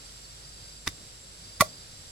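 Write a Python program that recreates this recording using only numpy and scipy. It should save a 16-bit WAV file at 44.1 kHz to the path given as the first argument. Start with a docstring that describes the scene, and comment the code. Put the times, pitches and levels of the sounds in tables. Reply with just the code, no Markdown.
"""Bamboo and machete knocked on the ground

A machete set on the end of an upright bamboo tube is lifted with it and brought down on the soil twice,
the second time harder. Each knock is a quick cluster of contacts: damped sines for the ringing wall, the steel
and the thudding ground, noise bursts for cracking fibres; at the harder one the hollow of the tube pops.
Sliding tones and filtered noise make insects trill and buzz in the grass around, over a faint low hum."""
import sys
import numpy as np
from scipy import signal
from scipy.fft import rfft, irfft, next_fast_len
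from scipy.io import wavfile
from scipy.ndimage import map_coordinates

SR = 44100
rng = np.random.default_rng(int(sys.argv[2]) if len(sys.argv) > 2 else 0)


def generate_wav(signal):
    """Clip the signal to [-1, 1] and save it as 16-bit WAV at the path in sys.argv[1]."""
    frames = np.transpose(np.atleast_2d(signal))
    scaled = np.clip(frames, -1, 1) * 32767
    pcm = np.round(scaled).astype(np.int16)
    wavfile.write(sys.argv[1], SR, pcm)


N = 93447  # samples, about 2.1 s

# Blade against bamboo. Each row: time in seconds, wall level in dB, wall tilt in dB per octave,
# steel level in dB, crack level in dB, crack tilt in dB per octave, crack t60 in seconds.
CONTACTS = [(0.872, -30.5, 12, -51, -28.5, -2, 0.022), (0.8749, -34, 6.5, -29.5, -33, -3, 0.017),
            (0.8758, -51, 7, -22.5, -24, -0.5, 0.009), (0.8862, -52, 2, -58, -39, 3.5, .04),
            (1.6016, -32, 12.5, -56, -33, 0, .03), (1.6067, -2, -4, -20, -16, 2.5, 0.046),
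            (1.6133, -13, 2, -37, -17.5, 9, .022), (1.6186, -15.5, -20, -41, -26.5, -2.5, .014)]
# Colour of cracking fibres and brushed grass. Each row: frequency in Hz, relative density in dB per Hz.
FIBRE_COLOUR = [(150, 2.5), (310, -1), (420, -12), (750, -3.5), (1150, 3), (1650, 1), (2200, 3), (3000, -2),
                (3800, 0), (5500, 2.5), (7000, -3.5), (10000, -3.5), (12500, -9), (16000, -16)]
# Likeness of the two channels for close noises. Each row: frequency in Hz, left-right correlation.
NOISE_LIKENESS = [(300, 0.9), (1400, 0.73), (3100, 0.12), (6800, -0.16), (15000, -0.084)]
KEYNOTE_HZ = 1138  # the wall's strongest mode, and the pivot of all tilts


def amp(db):
    """Decibels to gain."""
    return 10 ** (np.asarray(db) / 20)


def unit(x):
    """Scaled to rms 1."""
    return x / np.sqrt(np.mean(x ** 2) + 1e-20)


def along(points, hz):
    """Values between (Hz, value) points on a log frequency axis."""
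    f, v = np.transpose(points)
    return np.interp(np.log(hz + 1), np.log(f + 1), v)


def wobble(rate):
    """A smooth random curve, rate knots a second."""
    knots = rng.standard_normal(int(N * rate / SR) + 4)
    return map_coordinates(knots, [np.arange(N) * rate / SR])


def filtered(x, response):
    """x times a complex response of frequency."""
    m = next_fast_len(N + SR // 2)
    return irfft(rfft(x, m) * response(np.fft.rfftfreq(m, 1 / SR)), m)[..., :N]


def pan(db):
    """Left and right gains for a left-minus-right level difference in dB."""
    return amp(np.array([[.5], [-.5]]) * db)


def noise(spectrum, likeness):
    """Coloured stereo noise of rms 1; the mid-side balance sets the left-right correlation."""
    def mid_side(hz):
        angle = np.arccos(np.clip(along(likeness, hz), -1, 1)) / 2
        return amp(along(spectrum, hz)) * [np.cos(angle), np.sin(angle)]

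    mid, side = filtered(rng.standard_normal((2, N)), mid_side)
    return unit(np.array([mid + side, mid - side]))


def since(s):
    """Seconds since s, zero before it."""
    return np.maximum(np.arange(N) / SR - s, 0)


def decay(t, t60):
    """Exponential decay by 60 dB in t60 seconds."""
    return np.exp(-np.log(1000) * t / t60)


def strike(t, attack, t60, hold=0):
    """Attack, hold and exponential release, cut off 120 dB down."""
    release = decay(np.clip(t - hold, 0, 2 * t60), t60)
    return (1 - np.exp(-t / attack)) * release * (t < hold + 2 * t60)


def ring(s, hz, attack, t60):
    """One damped mode set going at s."""
    start = int(s * SR)
    end = min(N, start + SR // 4)
    t = np.maximum(np.arange(start, end) / SR - s, 0)
    mode = strike(t, attack, t60) * np.sin(2 * np.pi * hz * t)
    return np.pad(mode, (start, N - end))


def tone(hz):
    """A sine that starts anywhere in its cycle."""
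    return np.sin(2 * np.pi * (hz * since(0) + rng.random()))


def slide(s, length, hz, fall_hz):
    """A soft-edged tone that slides down by fall_hz."""
    t = np.minimum(since(s), length)
    cycles = hz * t - fall_hz * t * t / (2 * length)
    return np.sin(np.pi * t / length) * np.sin(2 * np.pi * cycles)


def rumble():
    """Distant low rumble of coloured noise with a hum of wavering phase."""
    # Each row: time in seconds, hum rms level in dB before the 2 dB lift below.
    hum_levels = [(0.0, -60), (0.05, -57), (0.97, -58.5), (1.03, -64), (1.64, -57.5), (1.67, -64.5),
                  (2.12, -60.5)]
    # Each row: frequency in Hz, relative density in dB per Hz.
    rumble_colour = [(20, -5.5), (45, -5), (90, 1.5), (140, -1), (210, -9.5), (320, -13), (480, -11.5),
                     (800, -19), (2000, -51)]
    likeness = [(25, 0.35), (70, .92), (200, 0.91), (500, 0.39)]  # (Hz, left-right correlation)
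    hum_hz, rumble_db = 51.5, -55.5

    level = amp(np.interp(np.arange(N) / SR, *np.transpose(hum_levels)))
    phase = 2 * np.pi * hum_hz * since(0) + 0.9 * wobble(6.6)
    hum = level * np.sqrt(2) * np.sin(phase)
    return hum * amp(2) + amp(rumble_db + 0.41 * wobble(5.77)) * noise(rumble_colour, likeness)


def crickets():
    """Trills of paired pulses and lone chirps, each a short tone sliding down."""
    # Each row: start in seconds, length in seconds.
    trills = [(0.434, .365), (1.438, .405)]
    # Each row: start in seconds, length in seconds, level in dB, start frequency in Hz, fall in Hz.
    chirps = [(0.047, 0.0285, -50, 4930, 450), (0.229, .04, -49.5, 4940, 850),
              (0.288, 0.031, -50, 4900, 550)]
    pairs_per_s, pair_gap_s, trill_db = 24.5, .012, -47.5  # the gap is from onset to onset
    pulse_s, pulse_hz, pulse_fall_hz = .013, 5060, 560

    out = sum(amp(db) * slide(s, length, hz, fall) for s, length, db, hz, fall in chirps)
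    for start, length in trills:
        for s in start + np.arange(round(length * pairs_per_s)) / pairs_per_s:
            for gap in (0, pair_gap_s):
                # pulses differ a little in level and pitch
                level = amp(trill_db + rng.normal(0, 1))
                out = out + level * slide(s + gap, pulse_s, pulse_hz + rng.normal(0, 42), pulse_fall_hz)
    return out


def field():
    """Insects and leaves farther off: broad hiss, a narrow fluttering noise band and the crickets."""
    # Each row: frequency in Hz, relative density of the hiss in dB per Hz.
    hiss_colour = [(300, -24.5), (500, -4), (850, -8), (1300, -4.5), (2400, -6), (3200, -3.5), (4000, 0),
                   (4400, -1.5), (4680, 3.5), (5000, 0), (5500, 1.5), (6400, -5.5), (6850, -6.5),
                   (7300, -9.5), (8400, -6), (10500, -7.5), (11800, -15), (13000, -20), (15600, -26)]
    # Each row: frequency in Hz, left-right correlation.
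    hiss_likeness = [(400, 0.43), (2000, 0.25), (4500, 0.34), (12000, 0.23)]
    # Each row: frequency in Hz, left minus right level in dB.
    field_pan = [(2500, 0), (4400, -2.5), (6500, -1.5), (8000, -0.5), (9300, -8.5), (10800, 0.5),
                 (12300, 1)]
    hiss_db, left_lead_s = -49.5, 0.0004677  # the left ear hears the field first
    buzz_hz, buzz_width_hz, buzz_db, flutter_db = 7550, 202, -54, 1

    def buzz_band(hz):
        return np.exp(-((hz - buzz_hz) / (2 * buzz_width_hz)) ** 2)

    def place(hz):
        lead = np.exp(1j * np.pi * hz * left_lead_s * np.array([[1], [-1]]))
        return pan(along(field_pan, hz)) * lead

    hiss = amp(hiss_db + 0.79 * wobble(7.4)) * noise(hiss_colour, hiss_likeness)
    band = filtered(noise([(buzz_hz, 0)], NOISE_LIKENESS), buzz_band)  # cut from white noise
    buzz = amp(buzz_db) * unit(band * amp(flutter_db * wobble(120)))
    return filtered(hiss + buzz + crickets(), place)


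def yard(x):
    """Open ground: one dull echo and a thin, short tail of decaying noise."""
    # Each row: frequency in Hz, tail t60 in seconds.
    tail_t60 = [(100, 0.23), (600, 0.23), (1200, .15), (2500, 0.14), (5000, 0.26), (15000, 0.15)]
    tail_db, echo_s, echo_db, echo_hz = -15, .0285, -31, 1500  # echo_hz: treble falls above it

    hz, t, z = signal.stft(rng.standard_normal((2, SR // 2)), SR, nperseg=256)
    tail = signal.istft(z * decay(t, along(tail_t60, hz)[:, None]), SR, nperseg=256)[1]
    diffuse = signal.fftconvolve(x, tail / np.linalg.norm(tail[0]), axes=1)[:, :N]
    echo = filtered(x, lambda f: np.exp(-2j * np.pi * f * echo_s) / (1 + 1j * f / echo_hz))
    return amp(tail_db) * diffuse + amp(echo_db) * echo


def soil():
    """The tube's foot brushes the grass, thuds as damped low modes and settles in loose soil."""
    # Grass and soil brushed by the tube. Each row: start in seconds, level in dB, rise in seconds, t60 in seconds.
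    brushes = [(0.863, -37.5, 0.0014, .05), (1.594, -39.5, 0.0045, 0.059)]
    # The tube settling. Each row: start in seconds, length in seconds, level in dB.
    settles = [(0.865, 0.25, -56.5), (1.63, 0.17, -54.5)]
    # Colour of the settling earth. Each row: frequency in Hz, relative density in dB per Hz.
    earth_colour = [(30, -13), (70, 4.5), (130, 1), (200, 1), (300, -4), (450, -4.5), (700, -15),
                    (2000, -34)]
    # The foot on the soil. Each row: time in seconds, level in dB, frequency in Hz, t60 in seconds.
    thud_modes = [(0.8733, -28, 300, .045), (0.8828, -28.5, 88, .05), (1.6063, -12.5, 185, .028),
                  (1.6118, -23, 95, .05)]
    low_cut_hz = 44.2  # the recorder's low cut, applied to the thuds: they fade below this

    brush = sum(amp(db) * strike(since(s), rise, t60, 2 * rise) for s, db, rise, t60 in brushes)
    settle = sum(amp(db) * np.sin(np.pi * np.minimum(since(s) / length, 1)) for s, length, db in settles)
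    thuds = sum(amp(db) * ring(s, hz, attack=.001, t60=t60) for s, db, hz, t60 in thud_modes)
    thuds = filtered(thuds, lambda f: (1j * f / (low_cut_hz + 1j * f)) ** 2)
    return thuds + brush * noise(FIBRE_COLOUR, NOISE_LIKENESS) + settle * noise(earth_colour, NOISE_LIKENESS)


def hollow():
    """The air column pops as the blade sinks in, each pop one damped mode."""
    # Each row: time in seconds, level in dB, frequency in Hz, t60 in seconds.
    pops = [(1.6110, -25, 600, .045), (1.6213, -7.5, 630, .027)]
    return sum(amp(db) * ring(s, hz, attack=.0015, t60=t60) for s, db, hz, t60 in pops)


def fibres():
    """The edge bites in: a short burst of tiny snaps, grainy coloured noise, at each contact."""
    grain_db, grain_knots_per_s = 3.5, 2200
    attack_s, hold_s = 0.00019, 0.0029

    out = 0
    for s, *_, db, tilt, t60 in CONTACTS:
        colour = [(hz, level + tilt * np.log2(hz / KEYNOTE_HZ)) for hz, level in FIBRE_COLOUR]
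        grain = amp(grain_db * wobble(grain_knots_per_s))
        snaps = unit(noise(colour, NOISE_LIKENESS) * grain)
        out = out + amp(db) * strike(since(s), attack_s, t60, hold_s) * snaps
    return out


def blade():
    """The steel, damped by the hand, gives a short clink of several modes at each contact."""
    # Each row: frequency in Hz, relative level in dB, t60 in seconds.
    steel_modes = [(3580, -2, 0.023), (3767, -3, 0.023), (4880, -8.5, 0.027), (5613, -10, 0.015),
                   (6770, -26, 0.015), (10700, -13, 0.029)]
    out = 0
    for hz, level, t60 in steel_modes:
        swing = sum(amp(db) * strike(since(s), 0.00024, t60) for s, _, _, db, *_ in CONTACTS)
        out = out + amp(level) * tone(hz) * swing
    return out


def wall():
    """Each contact pumps the same modes, in step with their swing; a glancing one favours the high ones."""
    # The modes above and below the keynote. 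Each row: frequency in Hz, level in dB re keynote, t60 in seconds.
    other_modes = [(825, -20.5, 0.011), (970, -25, 0.0195), (1204, -13.5, 0.038), (1396, -9, 0.034),
                   (1964, -12, 0.059), (2025, -7.5, 0.045), (2145, -19, 0.02), (2292, -13, .034),
                   (2390, -13, 0.034), (2688, -21, 0.023)]
    # the wall rings freely for a moment, then the wedged blade chokes it
    attack_s, free_s, choke_t60_s = 0.002, 0.0046, 0.024

    clocks = [since(s) for s, *_ in CONTACTS]
    pushes = [amp(db) * strike(t, attack_s, choke_t60_s, free_s) for t, (_, db, *_) in zip(clocks, CONTACTS)]
    out = 0
    for hz, level, t60 in [(KEYNOTE_HZ, 0, 0.037)] + list(other_modes):
        swing = 0
        for t, push, (_, _, tilt, *_) in zip(clocks, pushes, CONTACTS):
            tilt_gain = amp(tilt * np.log2(hz / KEYNOTE_HZ))
            swing = swing + push * tilt_gain * decay(np.minimum(t, 10 * t60), t60)
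        out = out + amp(level) * swing * tone(hz)
    return out


def scene():
    """The two knocks in the open, slightly right of centre but for the soil, with the background."""
    tube = pan(-2.5) * (wall() + hollow())
    bite = pan(-2) * (fibres() + blade())
    knocks = tube + bite + soil()
    return knocks + yard(knocks) + field() + rumble()


def record(dry):
    """The loudest peaks are rounded off; nothing is kept above the band limit."""
    ceiling, top_hz = .85, 15950
    rounded = dry / (1 + (dry / ceiling) ** 6) ** (1 / 6)
    return filtered(rounded, lambda hz: hz < top_hz)


dry = scene()
out = record(dry)
generate_wav(out)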